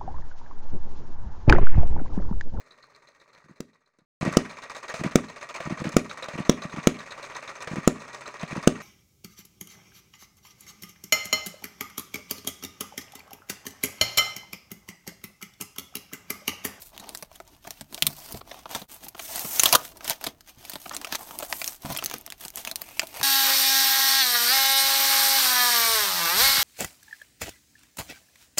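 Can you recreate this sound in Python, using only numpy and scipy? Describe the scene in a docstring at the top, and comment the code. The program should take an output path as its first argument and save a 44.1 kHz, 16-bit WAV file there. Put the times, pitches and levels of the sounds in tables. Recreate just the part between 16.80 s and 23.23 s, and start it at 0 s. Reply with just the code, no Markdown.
"""Packing tape peels off a cardboard parcel wrapped in kraft paper, close to a microphone on a table.
Hands work in short strokes and one long pull: grains of noise become a hiss of tearing, scraping and rubbing.
The stiff sheet buckles in dry snaps, millisecond bursts in five bands, each with a decaying sine as its ring.
The hollow box rumbles, thuds and rings through tuned modes; a small room adds a decaying noise tail
and a faint steady noise."""
import sys
import numpy as np
from scipy import signal
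from scipy.fft import rfft, irfft, next_fast_len
from scipy.io import wavfile
from scipy.ndimage import map_coordinates

SR = 44100
rng = np.random.default_rng(int(sys.argv[2]) if len(sys.argv) > 2 else 0)


def wav_out(sig):
    """Save sig, one row per channel (or a flat mono array), as 16-bit PCM at SR to the path in sys.argv[1]."""
    wavfile.write(sys.argv[1], SR, np.round(np.clip(np.atleast_2d(sig).T, -1, 1) * 32767).astype(np.int16))


N = 283563  # length of the scene in samples


def amp(db):
    """Decibels to gain."""
    return 10 ** (np.asarray(db) / 20)


def unit(x):
    """x at rms 1."""
    return x / np.sqrt(np.mean(x ** 2) + 1e-20)


def unit_energy(x):
    """x with a sum of squares of 1."""
    return x / (np.linalg.norm(x) + 1e-20)


def along(points, hz):
    """(Hz, value) points read on a log frequency axis."""
    point_hz, values = np.transpose(points)
    return np.interp(np.log(hz + 1), np.log(point_hz + 1), values)


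def curves(rows):
    """One value per sample for each column after the time in seconds."""
    times, *columns = np.transpose(rows)
    return [np.interp(np.arange(N) / SR, times, column) for column in columns]


def wobble(rate):
    """A smooth random curve, rate knots a second."""
    knots = rng.standard_normal(int(N * rate / SR) + 4)
    return map_coordinates(knots, [np.arange(N) * rate / SR])


def filtered(x, response):
    """x times a complex response of frequency."""
    size = next_fast_len(N + SR // 2)
    hz = np.fft.rfftfreq(size, 1 / SR)
    return irfft(rfft(x, size) * response(hz), size)[:N]


def coloured(x, spectrum):
    """x given a spectrum, at rms 1."""
    return unit(filtered(x, lambda hz: amp(along(spectrum, hz))))


def add(track, s, sound):
    """Mix a sound into the track at s seconds."""
    start = max(round(s * SR), 0)
    part = sound[:max(N - start, 0)]
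    track[start:start + len(part)] += part


# The long pull that strips the tape off. Each row: time in seconds, then the relative levels in dB of
# fingers on the box, of paper scraping, and of fibres and glue parting.
LONG_PULL = [(2.35, -64, -63, -65.5), (2.422, -55.5, -46, -41), (2.572, -39.5, -39, -35.5),
             (2.706, -48, -45, -34), (2.826, -40.5, -32, -31.5), (2.955, -31.5, -33.5, -36),
             (3.02, -55.5, -52.5, -55)]
# A hand takes hold, slides or pulls, and lets go. Each row: start in seconds, length in seconds, then
# the relative levels in dB of fingers on the box, of paper scraping, and of fibres and glue parting,
# and last the swell from start to end in dB.
STROKES = [(0, .07, -66, -61, -52.5, 0), (0.15, 0.17, -54.5, -58, -64, 1.5),
           (0.322, 0.11, -62, -60, -58, -7), (0.539, 0.05, -65, -61, -64, -9),
           (0.672, 0.074, -63.5, -62, -66, 3), (0.851, 0.17, -63.5, -57, -59.5, -3.5),
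           (1.121, 0.18, -53.5, -53, -52.5, 9), (1.283, 0.29, -54, -53.5, -50.5, 4.5),
           (1.688, .14, -55, -55.5, -59.5, -5.5), (1.916, 0.048, -43, -43.5, -47, 4.5),
           (1.972, 0.051, -49, -49, -50, -3.5), (2.11, 0.056, -57.5, -54.5, -50.5, -5.5),
           (2.236, .046, -52.5, -52.5, -53, -11.5), (3.05, 0.042, -61, -49, -47, -10),
           (3.125, 0.14, -56, -64, -66, 6.5), (3.26, 0.041, -43, -37.5, -40.5, 10.5),
           (3.316, 0.026, -56, -42.5, -46, -11), (3.436, 0.038, -47.5, -44.5, -49.5, 6),
           (3.679, 0.018, -63, -52, -55.5, 6), (3.807, .15, -54.5, -49.5, -53, 4.5),
           (3.993, 0.086, -66, -55, -51.5, 5), (4.118, 0.18, -49.5, -51, -55, -4),
           (4.312, 0.025, -47, -41, -47.5, 11.5), (4.397, .273, -50, -51.5, -48, 3),
           (4.705, 0.12, -51.5, -47.5, -38.5, 1), (4.873, 0.032, -49, -43.5, -38.5, -2.5),
           (4.924, 0.039, -57.5, -55.5, -49.5, -7), (5.041, 0.076, -43, -43, -45.5, 9.5),
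           (5.143, .23, -51.5, -47, -53, 0), (5.402, 0.14, -59, -59.5, -62.5, 0),
           (5.627, 0.074, -56.5, -52.5, -52, -16), (5.778, 0.028, -46, -43.5, -41.5, 1.5),
           (5.871, 0.036, -44.5, -46, -49.5, -5), (5.986, 0.42, -56, -54, -52.5, 2),
           (6.363, .055, -44, -46, -47.5, -5)]
ATTACK_DB_PER_S, RELEASE_DB_PER_S = 390.5, 421  # how fast a stroke builds and dies
REST_DB = -75  # faint rustle of the resting hands


def effort():
    """Levels of rubbing, scraping and peeling in dB: each stroke builds, swells or eases, and dies."""
    t = np.arange(0, N, SR // 1000) / SR

    def edges_db(start, end):
        before, after = np.maximum(start - t, 0), np.maximum(t - end, 0)
        return -ATTACK_DB_PER_S * before - RELEASE_DB_PER_S * after

    times, *layers_db = np.transpose(LONG_PULL)
    pull_edges_db = edges_db(times[0], times[-1])
    pull_db = [np.interp(t, times, db) + pull_edges_db for db in layers_db]
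    power = amp(REST_DB) ** 2 + amp(pull_db) ** 2
    for start, length, *layers_db, swell_db in STROKES:
        progress = np.clip((t - start) / length, 0, 1)
        shape_db = edges_db(start, start + length) + swell_db * (progress - .5)
        power = power + amp(np.add.outer(layers_db, shape_db)) ** 2
    return curves(np.column_stack([t, *10 * np.log10(power)]))


def grains(rate, spread_db):
    """Tiny breaks at random moments, rate a second, most small and a few large, at rms 1."""
    breaks = rng.random(N) < rate / SR
    signs = rng.choice([-1, 1], N)
    sizes = amp(spread_db * np.clip(rng.standard_normal(N), -2.5, 2.5))
    return unit(breaks * signs * sizes)


# Spectra of fibres and glue parting, of paper scraping and of fingers rubbing.
# Each row: frequency in Hz, relative density in dB per Hz.
PEEL_SPECTRUM = [(3200, -21), (6200, -3.5), (8500, 1), (10500, -1.5), (12800, 4.5), (16000, -1)]
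SCRAPE_SPECTRUM = [(700, -6.5), (1500, 0), (2200, 0), (3200, -0.5), (5200, -1), (6500, 0), (9500, -47)]
RUB_SPECTRUM = [(150, -16.5), (380, -9.5), (620, 4), (950, 5.5), (1400, -7), (2400, -47.5)]


def friction(rub_db, scrape_db, peel_db):
    """Tape peels, paper scrapes and fingers rub: all three catch and slip together."""
    # a crease gives way in a tiny avalanche of fibres, over within a millisecond or two
    t = np.arange(SR // 100) / SR
    avalanche = amp(-60 * t / 0.0023)
    avalanches = signal.fftconvolve(np.abs(grains(rate=170, spread_db=3.5)), avalanche)[:N]
    # a slow pull crackles; in a fast one the separate crinkles merge into the hiss
    crinkle_gain = amp(np.interp(peel_db, [-48, -35], [0, -6]))
    crinkles = unit(avalanches * rng.standard_normal(N)) * crinkle_gain

    def texture(crinkle_db):
        # under the crinkles lies a steady fizz of single fibres
        fizz = grains(rate=6000, spread_db=3.0)
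        return scattered(fizz + amp(crinkle_db) * crinkles, echo_db=-3.5)

    slip = wobble(55)
    peel = flap(coloured(texture(crinkle_db=0), PEEL_SPECTRUM))
    scrape = flap(coloured(texture(crinkle_db=-2), SCRAPE_SPECTRUM))
    rub = coloured(texture(crinkle_db=-0.5), RUB_SPECTRUM)
    peel = amp(peel_db + 3.0 + 1.5 * slip) * peel
    scrape = amp(scrape_db - 0.57 + 2.0 * slip) * scrape
    rub = amp(rub_db - 2.0 + 2.2 * slip + 2.93 * wobble(35)) * rub
    return rub + scrape + peel


# The free flap colours the peeling and scraping, anew with each grip.
# Each row: start in seconds, resonance in Hz, its strength against the direct sound in dB.
FLAP = [(0, 4070, -7), (.5, 5970, -25), (1.3, 4800, -2.5), (1.6, 3220, -18), (2.4, 6070, -7.5),
        (3.0, 3100, -13.5), (4.0, 6080, -22), (5.4, 2930, -8), (6.04, 2480, 4.5)]
FLAP_WIDTH = .11  # spread of the resonance in natural log of frequency


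def flap(x):
    """x through the broad resonance of the free flap, at rms 1."""
    hz, t, spectrum = signal.stft(x, SR, nperseg=512)
    starts, centre_hz, db = np.transpose(FLAP)
    grip = np.searchsorted(starts[1:], t)
    distance = np.log((hz[:, None] + 1) / centre_hz[grip]) / FLAP_WIDTH
    gain = 1 + amp(db[grip]) * np.exp(-.5 * distance ** 2)
    return unit(signal.istft(spectrum * gain, SR, nperseg=512)[1][:N])


# The sheet buckles or the tape lets go. Each row: time in seconds, level in dB of its energy spread
# over 1 ms, brightness in dB per octave, knock on the box in relative dB, pitch in Hz of the ring
# that follows (a paper facet or, at 600-900 Hz, a box wall), echo in dB.
SNAPS = [(0.0225, -37.5, 3, -18, 8560, -14), (0.1643, -39.5, -3.5, -21, 3150, -7),
         (0.178, -32.5, 2, -28, 2900, -10), (.198, -33, 2, -9, 3930, 1.5), (.2387, -37, -3.5, -33, 1220, 4),
         (0.292, -27.5, 5, -27, 9200, -10), (.3494, -24.5, 2.5, -21, 4140, -4),
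         (.3737, -31.5, 13, -27, 6200, -10), (0.4251, -25.5, 1, -11.5, 600, 0),
         (0.555, -37.5, 5, -24, 3290, 9), (0.6015, -31, -3.5, -7, 656, -7), (.8491, -37, -6.5, -9, 674, -1),
         (0.8715, -27.5, -1.5, -11, 637, 4.5), (.907, -25.5, 3, -18, 5600, -7.5),
         (1.0103, -28.5, 0.5, -5, 8340, -1.5), (1.1262, -35, -0.5, -2, 694, -12),
         (1.1452, -25, 4, -13, 3970, -7), (1.1782, -29.5, -3, -28, 2330, -5),
         (1.2235, -8, 4, -33, 3130, -6), (1.2675, -7.5, 5.5, -27.5, 12200, -3.5),
         (1.5233, -27, 9.5, -15, 12000, -3.5), (1.5428, -27.5, -1, 6, 690, 9),
         (1.61, -32.5, -5, -7, 1330, 8), (1.712, -27, -6, -39, 1800, 9.5),
         (1.8565, -27.5, -6.5, -13, 1070, -2.5), (1.9492, -18, 0, -8.5, 3550, 0.5),
         (2.0177, -31.5, -2, -1, 3970, -1), (2.245, -31, 11.5, -30, 12400, 1),
         (2.2633, -34.5, -2, -4, 855, 11), (2.2843, -26.5, 7.5, -29, 12300, 0),
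         (2.3476, -32, -3, -3.5, 1310, 4.5), (2.3943, -23.5, -0.5, -13.5, 2980, 4),
         (2.5587, -18.5, 5, -19.5, 9200, -4.5), (2.5941, -19.5, 4.5, -19, 12700, -7),
         (2.6468, -22, -0.5, 1, 12300, 5), (2.7961, -2, 5, -34.5, 6250, -3),
         (2.835, -2.5, 3, -19.5, 10750, -9.5), (2.857, -3.5, 2.5, -21.5, 3250, 0.5),
         (2.9267, -1.5, 1.5, -22, 11200, -0.5), (2.936, -7.5, -1, -16, 730, 4),
         (2.9505, -0.5, 2.5, -21, 1185, 4), (3.0513, -31, -1.5, -19, 704, -7),
         (3.1707, -35.5, 3, -10, 12000, -1), (3.2077, -32.5, -3, -28, 1570, -3),
         (3.2449, -24.5, 5, -21, 5370, 0.5), (3.2783, -19, 3.5, -17, 3120, -1.5),
         (3.298, -12.5, 4.5, -21, 13900, -17.5), (3.3058, -15, 2.5, -31, 930, -0.5),
         (3.4112, -31, -1.5, -15.5, 12840, .5), (3.441, -18, 2, -26.5, 12500, -2),
         (3.466, -16, 1, -7, 4820, 4.5), (3.6079, -39, 2.5, -30, 5050, -5.5),
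         (3.8511, -30, 3.5, -26, 2380, -1), (3.897, -22.5, 3.5, -23.5, 13700, -2),
         (3.935, -25.5, 3, -7, 3470, -2), (3.9562, -24, -1.5, -7.5, 860, -5.5),
         (4.0571, -25.5, -4.5, -8.5, 1680, 11), (4.0947, -28, 5, -37, 6300, -19),
         (4.1092, -23, -6.5, -20, 1080, 14), (4.1353, -27, -4.5, -30, 5410, 5),
         (4.1458, -24.5, 1.5, -16, 8060, 7.5), (4.166, -20, 7.5, -36, 4200, -7.5),
         (4.215, -29.5, 0.5, -13, 8300, -8), (4.2466, -22, -0.5, -23, 2500, -3),
         (4.2701, -28, -1.5, -21, 740, 4), (4.325, -18, 0.5, -9.5, 1650, -5.5),
         (4.349, -18, -1.5, -15, 856, 0), (4.3545, -17, 3, -34, 6100, -7),
         (4.5088, -28.5, -5.5, -10, 724, -4), (4.5887, -21, 11, -34, 11600, -11),
         (4.6247, -22.5, -2.5, -7.5, 583, 4), (4.7264, -15, -2, -33, 1930, -7.5),
         (4.8163, -20, 0, -22, 2400, -3), (4.8433, -19.5, 6.5, -40, 3460, -7.5),
         (4.8774, -16.5, 4.5, -27, 5740, -5.5), (5.021, -35.5, 7, -15, 14000, -1),
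         (5.1227, -22, 4, -23, 12300, 3.5), (5.15, -28, -1.5, -40, 6530, -6),
         (5.1643, -21, -.5, -42, 3320, -2), (5.1734, -18.5, 8.5, -23, 11300, -8),
         (5.1872, -21.5, 0, -30, 3070, 0), (5.2245, -23, -4, -12, 596, -5),
         (5.24, -21, 3.5, -37, 14000, -13), (5.2465, -19, 10, -26, 14000, -13),
         (5.26, -15.5, 7.5, -34.5, 6160, -8), (5.2991, -29.5, 2.5, -12, 5410, -15),
         (5.3122, -23, -0.5, -19, 985, -9), (5.3399, -19.5, 1, -5.5, 13900, -7.5),
         (5.3833, -33.5, 9.5, -21, 11400, -12), (5.4118, -36.5, 11, -20, 13120, -14),
         (5.4768, -34, -3.5, -32, 685, -11), (5.4637, -27, 5.5, -27, 12400, -13),
         (5.5023, -29, 3.5, -23, 3300, -8.5), (5.5228, -27, 2, -25, 2550, -9.5),
         (5.6083, -30, 3.5, -21, 13800, 4.5), (5.651, -25, 3.5, -9.5, 8200, -5),
         (5.682, -27.5, 6.5, -24, 6260, -10), (5.7033, -32, 5.5, -32, 12570, -15),
         (5.7581, -23, 9.5, -31, 12500, -11.5), (5.7724, -26.5, 3.5, -30, 8500, -3),
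         (5.85, -23, 3, -28, 3420, -9), (5.8737, -20.5, 0.5, -16, 2540, -3),
         (5.9138, -21.5, 3.5, -20, 4200, -6), (5.958, -17, 6, -32, 14250, -7.5),
         (6.0182, -21, 3.5, -20, 13200, -10), (6.195, -10.5, 1, -49, 2550, -7),
         (6.2176, -26.5, -3.5, -20, 2600, -3), (6.2302, -23.5, -4.5, -8.5, 660, 1),
         (6.2707, -30.5, 14.5, -32, 3970, -5), (6.371, -28.5, 4.5, -23.5, 2040, -1),
         (6.413, -19, -1.5, -10, 1670, -10)]
# Parts of a snap, from the box's knock to the fibres' crack.
# Each row: low edge in Hz, high edge in Hz, t60 in seconds.
SNAP_BANDS = [(151.6, 455, .02), (580, 1350, 0.0088), (1450, 3690, 0.0031), (3930, 7500, 0.0037),
              (7850, 15840, 0.0047)]
# The paper's share of each band above the knock, in dB before a snap's own brightness tilts it.
PAPER_DB = [-0.34, -1.55, -0.24, -0.74]
RING_DB = -4.5  # a ring at 4 kHz, relative to the paper
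RING_DB_PER_OCTAVE = 1  # small taut facets ring more freely than large slack ones
FREE_DB = -21  # with less knock than this the sheet buckles freely
FOCUS_DB = 0.13  # a free snap loses its ends: dB per octave squared, for each dB of knock below FREE_DB


def snaps():
    """Each buckle is a millisecond burst that knocks the box; a paper facet or box wall rings with it."""
    out, t = np.zeros(N), np.arange(SR // 12) / SR
    filters = [signal.butter(3, [low, high], "band", fs=SR, output="sos") for low, high, _ in SNAP_BANDS]
    octaves = np.log2([np.sqrt(low * high) for low, high, _ in SNAP_BANDS[1:]])
    octaves = octaves - octaves.mean()

    def burst(t60):
        return rng.standard_normal(len(t)) * amp(-60 * t / t60) * (1 - np.exp(-t / .0001))

    for s, db, brightness, knock_db, ring_hz, echo_db in SNAPS:
        parts = [signal.sosfilt(band, burst(t60)) for band, (_, _, t60) in zip(filters, SNAP_BANDS)]
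        # the ring loses the same share on every cycle, so high ones die soonest
        parts.append(np.sin(2 * np.pi * ring_hz * t) * amp(-3 * ring_hz * t))
        heard = signal.fftconvolve(parts, near_path(t, echo_db)[None], axes=1)
        # a snap against the box is broad; a free one, with little knock, is a narrower pop
        focus_db = FOCUS_DB * np.maximum(FREE_DB - knock_db, 0)
        paper = unit_energy(amp(PAPER_DB + brightness * octaves - focus_db * octaves ** 2))
        ring_db = RING_DB + RING_DB_PER_OCTAVE * np.log2(ring_hz / 4000)
        shares = unit_energy(np.array([amp(knock_db), *paper, amp(ring_db)]))
        snap = sum(share * unit_energy(part) for share, part in zip(shares, heard))
        add(out, s, amp(db) * np.sqrt(SR / 1000) * snap)
    return out


def near_path(t, echo_db, delay=.0022, t60=0.026):
    """Sound goes straight to the microphone; scatter from hands, box and table follows after a gap."""
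    scatter = rng.standard_normal(len(t)) * (t > delay) * amp(-60 * t / t60)
    path = amp(echo_db) * unit_energy(scatter)
    path[0] = 1
    return path


def scattered(x, echo_db, size=1024):
    """The hands keep moving, so each block of size samples gets new near echoes."""
    out, t = np.zeros(N), np.arange(SR // 25) / SR
    for start in range(0, N, size):
        add(out, start / SR, signal.fftconvolve(x[start:start + size], near_path(t, echo_db)))
    return out


# Rumble of the parcel under the hands. Each row: frequency in Hz, relative density in dB per Hz.
RUMBLE_SPECTRUM = [(25, -19), (70, -6.5), (150, -13.5), (280, 1), (420, -5.5), (800, -41.5)]
# Soft bumps of the parcel. Each row: time in seconds, relative peak in dB, hardness in dB per octave
# (a soft one stirs only the deep modes).
BUMPS = [(.201, -44, 7), (.873, -40, 0.5), (1.014, -37, -2), (1.228, -25.5, -2), (1.272, -27, 0),
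         (1.542, -26.5, -6), (1.956, -32.5, 4), (2.016, -38, 8), (2.645, -36.5, 10), (2.941, -31, 0),
         (3.473, -35, -1), (3.774, -39.5, -5), (3.954, -47, 7), (5.048, -21.5, -1), (5.096, -26.5, 2),
         (5.107, -23.5, 1), (5.331, -43, -1), (6.403, -32, 0)]
# Modes of the parcel on the table. Each row: frequency in Hz, relative level in dB, t60 in seconds.
PARCEL_MODES = [(76, -13.5, 0.1), (98, -11, 0.12), (138.6, -3.5, 0.16), (166, -3, 0.048), (208, 0, 0.077),
                (259.3, -5.5, 0.11)]
# rumble level before the cap, for rubbing at -50 dB, and its dB for each dB of rubbing
RUMBLE_DB, RUMBLE_GROWS = -57, 0.93
# the rumble grows no louder than this, as in the long pull, where the flap is free of the box
RUMBLE_MAX_DB = -58


def handling(rub_db):
    """The parcel rumbles under the hands and thuds at each soft bump as its modes die away."""
    rumble_db = np.minimum(RUMBLE_DB + RUMBLE_GROWS * (rub_db + 50), RUMBLE_MAX_DB)
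    # the capped level still wavers a few dB
    out = amp(rumble_db + 3.5 * wobble(28)) * coloured(rng.standard_normal(N), RUMBLE_SPECTRUM)
    t = np.arange(SR // 4) / SR
    for s, db, hardness in BUMPS:
        # one push starts all modes together; the grip shifts them a little from bump to bump
        thud = np.zeros(len(t))
        for hz, level_db, t60 in PARCEL_MODES:
            mode_db = level_db + hardness * np.log2(hz) + rng.normal(0, 1.1)
            mode_hz = hz * (1 + rng.normal(0, 0.056))
            thud += amp(mode_db - 60 * t / t60) * np.sin(2 * np.pi * mode_hz * t)
        thud *= 1 - np.exp(-t / 0.0023)
        add(out, s, amp(db - 4.0) * thud / np.abs(thud).max())
    return out


# Resonances of the box walls. Each row: frequency in Hz, width in Hz, relative level in dB.
WALLS = [(669, 64, -2), (865, 41, -20.5), (1237, 11, -8.5), (3140, 2400, -11)]


def box(x):
    """The hollow box and its taut wrapping ring along with the paper, as parallel resonances."""
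    def response(f):
        ring = sum(amp(db) * 1j * f * width / (centre ** 2 - f ** 2 + 1j * f * width)
                   for centre, width, db in WALLS)
        return amp(-1) * (1 + ring)
    return filtered(x, response)


# Decay of the room. Each row: frequency in Hz, t60 in seconds.
ROOM_DECAY = [(150, 0.77), (1000, 0.25), (5000, 0.065), (15000, 0.14)]


def room(x):
    """A small room's tail: noise that dies at its own pace in each band, after a short gap."""
    hz, t, spectrum = signal.stft(rng.standard_normal(SR // 2), SR, nperseg=256)
    decay = amp(-60 * t / along(ROOM_DECAY, hz)[:, None])
    tail = signal.istft(spectrum * decay, SR, nperseg=256)[1]
    return signal.fftconvolve(x, unit_energy(np.pad(tail, (SR // 150, 0))))[:N]


# Spectrum of the steady background. Each row: frequency in Hz, relative density in dB per Hz.
ROOM_NOISE = [(15, -8), (33, 2), (90, -4), (200, -12.5), (600, -38), (1400, -26), (10000, -36),
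              (16000, -40)]


def room_noise():
    """Faint steady noise, strongest in the bass."""
    return amp(-63.5) * coloured(rng.standard_normal(N), ROOM_NOISE)


def scene():
    """Paper and parcel in the room, over its faint steady noise."""
    rub_db, scrape_db, peel_db = effort()
    paper = friction(rub_db, scrape_db, peel_db) + snaps()
    parcel = box(paper) + handling(rub_db)
    return (parcel + amp(-21.5) * room(parcel) + room_noise())[None]


# The level dips briefly. Each row: time in seconds, level in dB.
LEVEL_DIP = [(2.05, 1), (2.068, -16), (2.078, -26), (2.09, 0)]
TOP_HZ = 16050  # nothing is heard from here up


def record(dry):
    """The level dips once, the loudest peaks overload softly, and the top is cut off."""
    dip_db, = curves(LEVEL_DIP)
    x = dry[0] * amp(dip_db)
    x = x / (1 + np.abs(x / .95) ** 4) ** (1 / 4)
    return filtered(x, lambda hz: hz < TOP_HZ)[None]


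dry = scene()
out = record(dry)
wav_out(out)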